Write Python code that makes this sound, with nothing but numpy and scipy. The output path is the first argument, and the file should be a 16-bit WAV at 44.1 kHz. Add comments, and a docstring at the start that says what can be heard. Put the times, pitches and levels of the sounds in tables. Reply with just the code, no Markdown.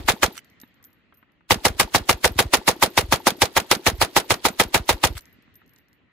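"""Open desert, just behind the breech of a belt-fed machine gun on a mount, which fires two bursts.
Each blast is a set of dying tones and scattered noise coming back off the same surroundings.
The action clatters as shaped noise, low puffs of sinking pitch shake the microphones, and the hills murmur
back as patchy noise. Brass cases tick and ring on the stones, the bolt runs home unfired after each burst,
and dull knocks come from near the mount."""
import sys
import numpy as np
from scipy import signal
from scipy.fft import rfft, irfft, next_fast_len
from scipy.io import wavfile
from scipy.ndimage import uniform_filter1d

SR = 44100
rng = np.random.default_rng(int(sys.argv[2]) if len(sys.argv) > 2 else 0)


def magnitude_from_level(level_db):
    """Linear magnitude for a level in decibels (20 dB per decade)."""
    exponent = np.asarray(level_db, float) / 20
    return 10 ** exponent


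def unload_wav(signal):
    """Save mono or channel-first audio to the path in sys.argv[1] as 16-bit WAV at rate SR, clipped to [-1, 1]."""
    wavfile.write(
        sys.argv[1],
        SR,
        np.round(np.clip(np.atleast_2d(signal).T, -1, 1) * 32767).astype(np.int16),
    )


N = 269886  # length in samples


def unit(x):
    """Scales a sound to rms 1."""
    return x / np.sqrt(np.mean(x ** 2) + 1e-20)


def along(points, hz):
    """Reads a curve of (Hz, value) points on a logarithmic pitch axis."""
    f, v = np.transpose(points)
    return np.interp(np.log(hz + 1), np.log(f + 1), v)


def filtered(x, response):
    """Multiplies the spectrum of x by a response that depends on frequency."""
    m = next_fast_len(x.shape[-1] + 8192)
    spectrum = rfft(x, m) * response(np.fft.rfftfreq(m, 1 / SR))
    return irfft(spectrum, m)[..., :x.shape[-1]]


# How alike noise is on the left and right. 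Each row: pitch in Hz, likeness from 0 (unrelated) to 1 (same).
LIKENESS = [(60, 0.98), (130, 0.032), (300, .65), (700, 0.062), (2000, .55), (3000, 0), (8000, 0.067)]


def hiss(count, tone):
    """Makes stereo noise of rms 1 with a given tone; the likeness of its two sides depends on pitch."""
    def turn(hz):
        return np.arccos(np.clip(along(LIKENESS, hz), 0, 1)) / 2

    def mid_and_side(hz):
        return magnitude_from_level(along(tone, hz)) * [np.cos(turn(hz)), np.sin(turn(hz))]

    mid, side = filtered(rng.standard_normal((2, count)), mid_and_side)
    return unit(np.array([mid + side, mid - side]))


def patchy(x, depth_db, size):
    """Makes the level of x uneven in random patches of time and frequency."""
    z = signal.stft(x, nperseg=size)[2]
    field = uniform_filter1d(rng.standard_normal(z.shape[1:]), size=5, axis=0)
    field = uniform_filter1d(field, size=8, axis=1)
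    return signal.istft(z * magnitude_from_level(depth_db * unit(field)), nperseg=size)[1][:, :x.shape[1]]


def add(out, s, sound):
    """Mixes a sound in at second s; the buffer starts one second early."""
    at = round((s + 1) * SR)
    out[:, at:at + sound.shape[-1]] += sound


def silence():
    """Gives an empty stereo buffer with a second to spare at both ends."""
    return np.zeros((2, N + 2 * SR))


def sides(pan_db):
    """Gives left and right gains; a positive pan makes the left louder."""
    return magnitude_from_level([[pan_db / 2], [-pan_db / 2]])


def ring(t, hz, t60, attack):
    """Makes a sine from t = 0 that swells over the attack (s) and dies by 60 dB in t60 (s)."""
    t = np.maximum(t, 0)
    return magnitude_from_level(-60 * t / t60) * (1 - np.exp(-t / attack)) * np.sin(2 * np.pi * hz * t)


def scatter(tone, t60):
    """Makes dense returns as noise in which every frequency dies at its own speed."""
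    hz, t, z = signal.stft(hiss(SR // 2, tone), SR, nperseg=256)
    fade = magnitude_from_level(-60 * t / along(t60, hz)[:, None])
    return signal.istft(z * fade, SR, nperseg=256)[1][:, :SR // 2]


# The shots. Each row: start in seconds, blast level in dB, base level in dB of the shot's low puffs.
SHOTS = [(-.0615, -10.5, -30), (0.0851, -12, -30.5), (0.2295, -13, -28.5), (1.5064, -11, -26),
         (1.6512, -12, -31.5), (1.7976, -12, -34), (1.9465, -11.5, -27), (2.0925, -12, -28),
         (2.2436, -11.5, -24), (2.3892, -12, -31.5), (2.535, -11.5, -38), (2.6779, -11.5, -30),
         (2.8244, -11.5, -29.5), (2.9757, -12, -28), (3.123, -11.5, -29), (3.2685, -12, -37.5),
         (3.4188, -12, -29.5), (3.5656, -12, -32.5), (3.7133, -11.5, -38.5), (3.8655, -12, -28),
         (4.014, -12, -28), (4.1639, -11, -30), (4.305, -12.5, -28), (4.451, -12, -35.5),
         (4.5985, -12, -32.5), (4.7443, -12, -30.5), (4.891, -12, -28), (5.038, -12.5, -26.5)]
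# The blast and its strong returns from things nearby. Each row: delay after firing in seconds, pitch in Hz,
# time to die by 60 dB in seconds, middle level in dB relative to the blast level, left over right in dB.
RETURNS = [(.0005, 1500, 0.011, 3, 1.5), (.0012, 922, .0053, 19.5, -0.5), (.0022, 1182, 0.0079, 2, 3),
           (.0024, 2050, .0063, 16.5, -.8), (.0036, 358.5, 0.0097, 6, 0), (.004, 1615, 0.014, 3.5, 4),
           (.0098, 858.5, 0.013, 5.5, 8), (.0126, 1500, 0.0094, .7, 6), (.0151, 490, 0.038, -0.5, -5),
           (.0167, 780, .021, -5, 6.5), (.0311, 679, .038, -14, -10.5), (.0416, 604, .026, -17, -9),
           (.0518, 216, 0.033, -14, -3.5), (.079, 883, .032, -29.5, 8), (.0863, 332, 0.033, -22.5, 1.1)]
# Tone of the returns scattered close by. Each row: pitch in Hz, relative level in dB.
NEAR_TONE = [(100, -24), (200, -0.5), (500, -6.5), (1000, -0.5), (2200, -6.5), (4500, -13), (7000, -27),
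             (12000, -23.5)]
# How long they last. Each row: pitch in Hz, time to die by 60 dB in seconds.
NEAR_T60 = [(150, 0.12), (1000, 0.13), (5000, 0.13)]
# Tone of the returns scattered by the open ground. Each row: pitch in Hz, relative level in dB.
GROUND_TONE = [(100, -13), (250, -2.5), (500, 5.5), (800, -1), (1200, -8.5), (1800, -18.5), (5000, -29),
               (10000, -45)]
# How long they last. Each row: pitch in Hz, time to die by 60 dB in seconds.
GROUND_T60 = [(150, 0.16), (500, 0.29), (2000, 0.11)]


def blasts():
    """The surroundings do not move, so every shot returns in nearly the same shape; return levels and part
    of the close scattered noise differ from shot to shot."""
    out, t = silence(), np.arange(SR // 2) / SR
    rise = 1 - np.exp(-t / .0012)
    fixed = magnitude_from_level(-5.5) * scatter(NEAR_TONE, NEAR_T60) + magnitude_from_level(-21) * scatter(GROUND_TONE, GROUND_T60)

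    # weaker, later returns at random pitches and sides that stay fixed, with levels that vary from shot to shot
    from_s, to_s, low_hz, high_hz, late_t60 = .04, .125, 277, 1000, 0.046
    late_db, fall_db_per_s, dull_db_per_octave, pan_spread_db = -22.5, 171, 7.5, 7
    after = np.linspace(0, to_s - from_s, num=24)
    octaves = rng.permutation(np.linspace(0, np.log2(high_hz / low_hz), num=24))
    late = []
    for s, up in zip(after, octaves):
        level = late_db - fall_db_per_s * s - dull_db_per_octave * up
        late.append((from_s + s, low_hz * 2 ** up, late_t60, level, rng.normal(0, pan_spread_db)))

    for s, db, _ in SHOTS:
        strong = 0
        for delay, hz, t60, level, pan in RETURNS + late:
            varied_db = level + rng.normal(0, 1.2 + 40 * delay)  # later returns vary more
            strong = strong + sides(pan) * magnitude_from_level(varied_db) * ring(t[:SR // 4] - delay, hz, t60, attack=0.00073)
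        fresh_scatter = magnitude_from_level(-7.0) * scatter(NEAR_TONE, NEAR_T60)
        add(out, s, magnitude_from_level(db) * strong)
        add(out, s, magnitude_from_level(db) * rise * (fixed + fresh_scatter))
    return out


def cycle(t, return_s):
    """Gives the gain of the action's noise, relative to the blast level, t seconds after firing."""
    lead_in_db, lead_in_db_per_s = -5.5, 1999
    roar_db, roar_sag_db_per_s, roar_s, roar_fall_db_per_s = -1, 191, .013, 1052
    dreg_db, dreg_fall_db_per_s, idle_db = -10.5, 480, -47
    return_db, return_rise_db_per_s, return_fall_db_per_s = -30, 520, 1801
    sagging = roar_db - roar_sag_db_per_s * t
    falling = roar_db - roar_sag_db_per_s * roar_s - roar_fall_db_per_s * (t - roar_s)
    roar = magnitude_from_level(np.minimum(sagging, falling))  # the gas
    dreg = (t > roar_s) * magnitude_from_level(dreg_db - dreg_fall_db_per_s * t)
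    home = magnitude_from_level(return_db - np.maximum(return_rise_db_per_s * (return_s - t), return_fall_db_per_s * (t - return_s)))
    idle = (t < return_s) * magnitude_from_level(idle_db)
    after = np.sqrt(roar ** 2 + dreg ** 2 + home ** 2 + idle ** 2)
    return np.where(t < 0, magnitude_from_level(lead_in_db + lead_in_db_per_s * t), after)


# Tone of the clatter. Each row: pitch in Hz, relative level in dB.
ACTION_TONE = [(200, -13.5), (600, 0), (2000, 0), (4000, 0), (6000, -4), (9000, -6.5), (13000, -9),
               (15700, -13.5)]
# Ticks of the belt pawl. Each row: time after firing in seconds, middle level in dB.
FEED_TICKS = [(.077, -51.5), (.089, -49.5), (.097, -50.5), (.124, -52)]


def action():
    """Fresh clatter each cycle: a short swell of noise before the shot, gas, the bolt's knock at the back,
    the belt feed, the rattle of the bolt's return."""
    lead_in_s, return_s = .026, .14
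    back_s, back_db, back_spread_db, back_t60 = .034, -23.5, 0.5, 0.024  # the knock at the back
    out, t, before = silence(), np.arange(-lead_in_s, return_s + .012, 1 / SR), -.2
    for s, db, _ in SHOTS:
        weaker = (s - before > .3) & (t < -.0045)  # the swell is weaker at the start of a burst
        late = t - back_s - rng.normal(0, 0.0014)
        knock = (late > 0) * magnitude_from_level(rng.normal(back_db, back_spread_db) - 60 * np.abs(late) / back_t60)
        shape = magnitude_from_level(db - 6.2 * weaker) * cycle(t, return_s) + knock
        contacts = unit(uniform_filter1d(rng.standard_normal(len(t)), size=110))
        rattle = magnitude_from_level(2.1 * contacts)  # many small contacts
        feed = 0
        for at, tick_db in FEED_TICKS:
            feed = feed + (t > at) * magnitude_from_level(tick_db + rng.normal(0, 2.1) - 60 * np.abs(t - at) / 0.033)
        pawl = feed * hiss(len(t), [(1500, -22.0), (3200, 4), (4600, 2.5), (6500, -25.0)])
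        clatter = patchy(hiss(len(t), ACTION_TONE), depth_db=2.0, size=128)
        add(out, s - lead_in_s, shape * rattle * clatter + pawl)
        before = s
    return out


def lump(hz, halves_s, rise_s, fall_s):
    """A round lump of air, peak at .04 s, whose pitch halves every halves_s; one port gets it first."""
    port_lag_s = .0004  # typical size
    t = np.arange(-.04, .05, 1 / SR) + rng.normal(0, port_lag_s) * np.array([[1], [-1]])
    cycles = hz * rng.uniform(0.85, 1.12) * halves_s / np.log(2) * (1 - 2 ** (-t / halves_s))
    swell = np.exp(-(t / np.where(t < 0, rise_s, fall_s)) ** 2)
    return rng.choice([-1, 1]) * sides(rng.normal(0, 2.8)) * swell * np.cos(2 * np.pi * cycles)


# Later low puffs. Each row: time of the peak in seconds, peak level in dB.
LATER_PUFFS = [(.009, -30), (.054, -30.5), (1.576, -30), (1.707, -24), (1.756, -37), (1.847, -27),
               (2.014, -28), (2.148, -25.5), (2.315, -25.5), (2.369, -26), (2.462, -21.5), (2.582, -31.5),
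               (3.046, -23.5), (3.098, -27), (3.941, -23), (3.997, -26.5), (4.665, -30), (4.808, -23.5),
               (4.945, -23.5), (5.112, -22.5), (5.163, -28.5)]
# Tone of the ragged puffs. Each row: pitch in Hz, relative level in dB.
PUFF_TONE = [(25, -23.5), (50, -3), (80, 1.5), (130, -3.5), (200, -12), (350, -44.5)]


def puffs():
    """Low lumps of air on the microphones: a ragged and a round one with each shot, and round ones later."""
    out, count = silence(), round(.036 * SR)
    ragged_db, thump_db, thump_s = -4, 6, .014  # both levels relative to the shot's base puff level
    for s, _, db in SHOTS:
        ragged = unit(np.hanning(count) * hiss(count + SR // 10, PUFF_TONE)[:, -count:])
        add(out, s + 0.0014, magnitude_from_level(db + ragged_db) * ragged)
        thump = lump(hz=122, halves_s=0.011, rise_s=.007, fall_s=0.014)
        add(out, s + thump_s - .04, magnitude_from_level(db + thump_db) * thump)
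    for s, db in LATER_PUFFS:
        add(out, s - .04, magnitude_from_level(db) * lump(hz=74, halves_s=0.015, rise_s=0.0087, fall_s=0.019))
    return out


# Tone of the body of the murmur. Each row: pitch in Hz, relative level in dB.
HILL_BODY = [(15, -34), (30, -20.5), (60, -6.5), (110, -5.5), (280, -7.5), (400, -14), (600, -18),
             (900, -22), (1300, -18), (1650, -18.5), (1900, -11.5), (2200, -17), (2900, -19), (4500, -42.5),
             (7000, -72)]
# Tone of its treble, which drops fast. Each row: pitch in Hz, relative level in dB.
HILL_TREBLE = [(1500, -16), (3000, -2), (4500, 1), (6500, -5), (9000, -15.5), (11500, -31.5)]
# Tone of the treble that lingers. Each row: pitch in Hz, relative level in dB.
HILL_LAST = [(1500, -16), (3000, -0.5), (4200, 0.5), (5000, -11.5), (7500, -18.5), (9000, -32)]


def hills():
    """A patchy murmur of noise in three layers that drains away after each shot, the treble first."""
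    now, fired = np.arange(N) / SR, np.array(SHOTS)[:, 0]
    since = now - fired[np.searchsorted(fired + .05, now) - 1]  # seconds since the last shot whose echo is back
    murmur = 0
    # level in dB at since = 0, drain in dB per second, tone
    for db, drain, tone in [(-57, 7.5, HILL_BODY), (-64.5, 48.5, HILL_TREBLE), (-69, 13.5, HILL_LAST)]:
        murmur = murmur + magnitude_from_level(db - drain * since) * hiss(N, tone)
    return patchy(murmur, depth_db=2.0, size=512)


# Cases striking stone. Each row: start in seconds, tick level in dB, ring pitch in Hz, ring level in dB.
CASES = [(.4459, -48.5, 13200, -64.5), (.4997, -56.5, 13000, -65), (.601, -43.5, 12950, -52.5),
         (.615, -41, 13000, -44), (.7427, -59, 13350, -68.5), (.8272, -56, 12800, -54.5),
         (.841, -41.5, 13200, -51.5), (.8478, -46, 13430, -46), (.9303, -58.5, 12920, -59.5),
         (1.1414, -66.5, 12500, -60), (1.1483, -63, 12600, -67), (1.1717, -66, 13300, -53),
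         (1.3194, -64, 12450, -76), (5.2085, -46, 13560, -47.5), (5.2208, -51.5, 13390, -62),
         (5.2552, -43, 12900, -59), (5.2964, -72, 12600, -64), (5.3278, -61, 12790, -56),
         (5.4235, -59.5, 13000, -72), (5.5417, -60, 12700, -59), (5.5552, -51, 13000, -47),
         (5.662, -64, 12960, -65), (5.6781, -62, 12780, -66), (5.6939, -57, 13300, -58),
         (5.7354, -57.5, 12800, -57.5), (5.7617, -49.5, 13380, -72.5), (5.78, -61, 13070, -62),
         (5.7859, -55, 13450, -65), (5.8845, -61, 13500, -70), (5.9304, -54.5, 13500, -71.5)]
# The tones in a case's ring. Each row: pitch as a multiple of the ring pitch, middle level in dB relative
# to the ring level, share of the ring's dying time.
BRASS = [(1, -3, 1), (.982, -9, 1.1), (.962, -14, .6), (.925, -10.5, .4), (1.04, -23, .45)]
# Tone of the tick. Each row: pitch in Hz, relative level in dB.
TICK_TONE = [(1500, -27.5), (4000, 2), (6500, 2.5), (10000, -4), (15700, -14)]


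def cases():
    """Brass ticks on stone and sings near 13 kHz; faint hops and the falls under the firing are random."""
    out, t = silence(), np.arange(SR // 3) / SR
    seen = np.column_stack([CASES, np.full(len(CASES), .11)])  # last column: t60 in seconds

    # each strike hops once more, .012 to .072 s later and 21 to 29 dB fainter
    luck = rng.random((len(seen), 2))
    hops = seen + np.outer(.012 + .06 * luck[:, 0], [1, 0, 0, 0, 0])
    hops = hops - np.outer(21 + 8 * luck[:, 1], [0, 1, 0, 1, 0])

    fired = np.array(SHOTS)[:, :1]
    draw = rng.random((len(fired), 4, 4))  # four bounces a case
    force_db = -16 * draw[..., 1]
    hidden = np.stack([fired + 0.02 + 0.12 * draw[..., 0], force_db - 49.5, 12600 + 900 * draw[..., 2],
                       force_db - 47, .04 + .09 * draw[..., 3]], axis=-1)

    for s, tick_db, hz, ring_db, t60 in [*seen, *hops, *hidden.reshape(-1, 5)]:
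        song = 0
        for ratio, level, share in BRASS:
            song = song + magnitude_from_level(level + rng.normal(0, 3)) * ring(t, hz * ratio, t60 * share, attack=.0005)
        song *= magnitude_from_level(3 * np.sin(2 * np.pi * (rng.uniform(25, 70) * t + rng.random())))  # the case spins as it rings
        song *= 1 + 1.2 * np.exp(-t / .004)  # stronger around the moment of contact
        tick = magnitude_from_level(-60 * t[:2000] / 0.0079) * hiss(2000, TICK_TONE)
        add(out, s, magnitude_from_level(ring_db) * song[None])
        add(out, s, sides(1.5) * magnitude_from_level(tick_db) * tick)
    return out


# The bolt runs home unfired. Each row: landing in seconds, ring level in dB, left over right in dB,
# harshness in dB added to the cracks.
CATCH = [(0.3772, -23.5, -2.5, -2), (5.177, -28, 1, 4.5)]
# Its contacts. Each row: seconds from the landing, level in dB relative to the ring level,
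# crack level in dB before the harshness is added.
SETTLE = [(-.024, -16.5, -2.5), (-.0088, -12.5, -0.5), (0, 0.5, -8), (.0118, -18.5, 3)]
# The ring of the receiver. Each row: pitch in Hz, middle level in dB, time to die by 60 dB in seconds.
STEEL = [(1359, -10, 0.021), (1500, -3, 0.014), (2110, -2.5, 0.012), (2980, -17.5, 0.045),
         (4130, -19, 0.017), (5900, -17.5, 0.04), (8030, -7, 0.017)]
# Tone of the crack. Each row: pitch in Hz, relative level in dB.
CRACK_TONE = [(500, -13.5), (1500, 1.5), (4000, -2), (8000, -3), (13000, -3), (15700, -8.5)]


def catch():
    """The bolt lands without a shot: a crack and the ring of the receiver at each contact."""
    out, t = silence(), np.arange(SR // 8) / SR
    rise = 1 - np.exp(-t / 0.00084)
    for s, db, pan, harsh_db in CATCH:
        for after, contact_db, crack_db in SETTLE:
            steel = 0
            for hz, level, t60 in STEEL:
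                steel = steel + magnitude_from_level(level + rng.normal(0, 3.3)) * ring(t, hz, t60, attack=.0004)
            crack = magnitude_from_level(-60 * t / 0.032) * rise * patchy(hiss(len(t), CRACK_TONE), depth_db=5.0, size=128)
            contact = magnitude_from_level(crack_db + harsh_db) * crack + steel
            add(out, s + after, sides(pan) * magnitude_from_level(db + contact_db) * contact)
    return out


# Dull knocks. Each row: start in seconds, burst level in dB, thump level in dB, ping level in dB.
KNOCKS = [(.634, -44.5, -34, -47.5), (.8, -56.5, -69, -74), (1.124, -47.5, -63, -68),
          (1.227, -47, -48, -73), (1.407, -53, -60, -80), (5.386, -66, -41.5, -68.5),
          (5.478, -56.5, -50, -71), (5.616, -52, -60, -65), (5.92, -64, -64, -74.5)]
# Tone of the burst. Each row: pitch in Hz, relative level in dB.
KNOCK_TONE = [(400, -19.5), (800, -1.5), (1300, 5), (2200, -3.5), (3700, -22), (5000, -43)]


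def knocks():
    """Soft contacts near the mount, a little to the right: a dull burst, a low thump and a ping of metal, often faint."""
    out, t = silence(), np.arange(SR // 8) / SR
    for s, db, thump_db, ping_db in KNOCKS:
        burst = magnitude_from_level(db - 60 * t / 0.036) * (1 - np.exp(-t / 0.00055)) * hiss(len(t), KNOCK_TONE)
        ping = magnitude_from_level(ping_db) * ring(t, hz=3780, t60=0.025, attack=.0005)
        thump = magnitude_from_level(thump_db) * ring(t, hz=250, t60=0.03, attack=0.0013)
        add(out, s, sides(-1.5) * (burst + ping + thump))
    return out


def scene():
    """Adds up everything that reaches the two microphones."""
    events = blasts() + action() + puffs() + cases() + catch() + knocks()
    return events[:, SR:SR + N] + hills()


def roll_off(x):
    """The treble ends steeply here."""
    return signal.sosfilt(signal.butter(12, 15800, fs=SR, output="sos"), x)


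# Balance of the microphones. Each row: pitch in Hz, left over right in dB.
LEAN = [(60, 1), (150, 0.5), (300, 0.5), (500, 0.5), (950, 0.5), (2380, 0.5), (5980, -4), (15000, 1.5)]
# What the right channel takes from the left capsule. Each row: pitch in Hz, share from 0 to 1.
SHARED = [(7500, 0.17), (9500, 0.44), (11500, 0.99), (16000, 0.87)]


def record(dry):
    """The right channel takes a share of the left capsule, most in the top treble, about .3 ms early; peaks round off."""
    in_phase_hz, turn_hz = 10200, 3300  # the phase lead is zero here, and gains a full turn over this span

    def share(hz):
        return np.clip(along(SHARED, hz), 0, 1)

    early = filtered(dry[0], lambda hz: share(hz) * np.exp(2j * np.pi * (hz - in_phase_hz) / turn_hz))
    right = early + filtered(dry[1], lambda hz: np.sqrt(1 - share(hz) ** 2))
    x = filtered(np.array([dry[0], right]), lambda hz: magnitude_from_level(along(LEAN, hz) * np.array([[.5], [-.5]])))
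    x = x / (1 + np.abs(x / 0.76) ** 6) ** (1 / 6)  # peaks stay below 0.76
    # the treble ends at 15.9 kHz and the bass thins out below about 32 Hz
    x = filtered(x, lambda hz: np.clip((15900 - hz) / 250, 0, 1) * hz ** 2 / (hz ** 2 + 32 ** 2))
    return roll_off(x)


dry = scene()
out = record(dry)
unload_wav(out)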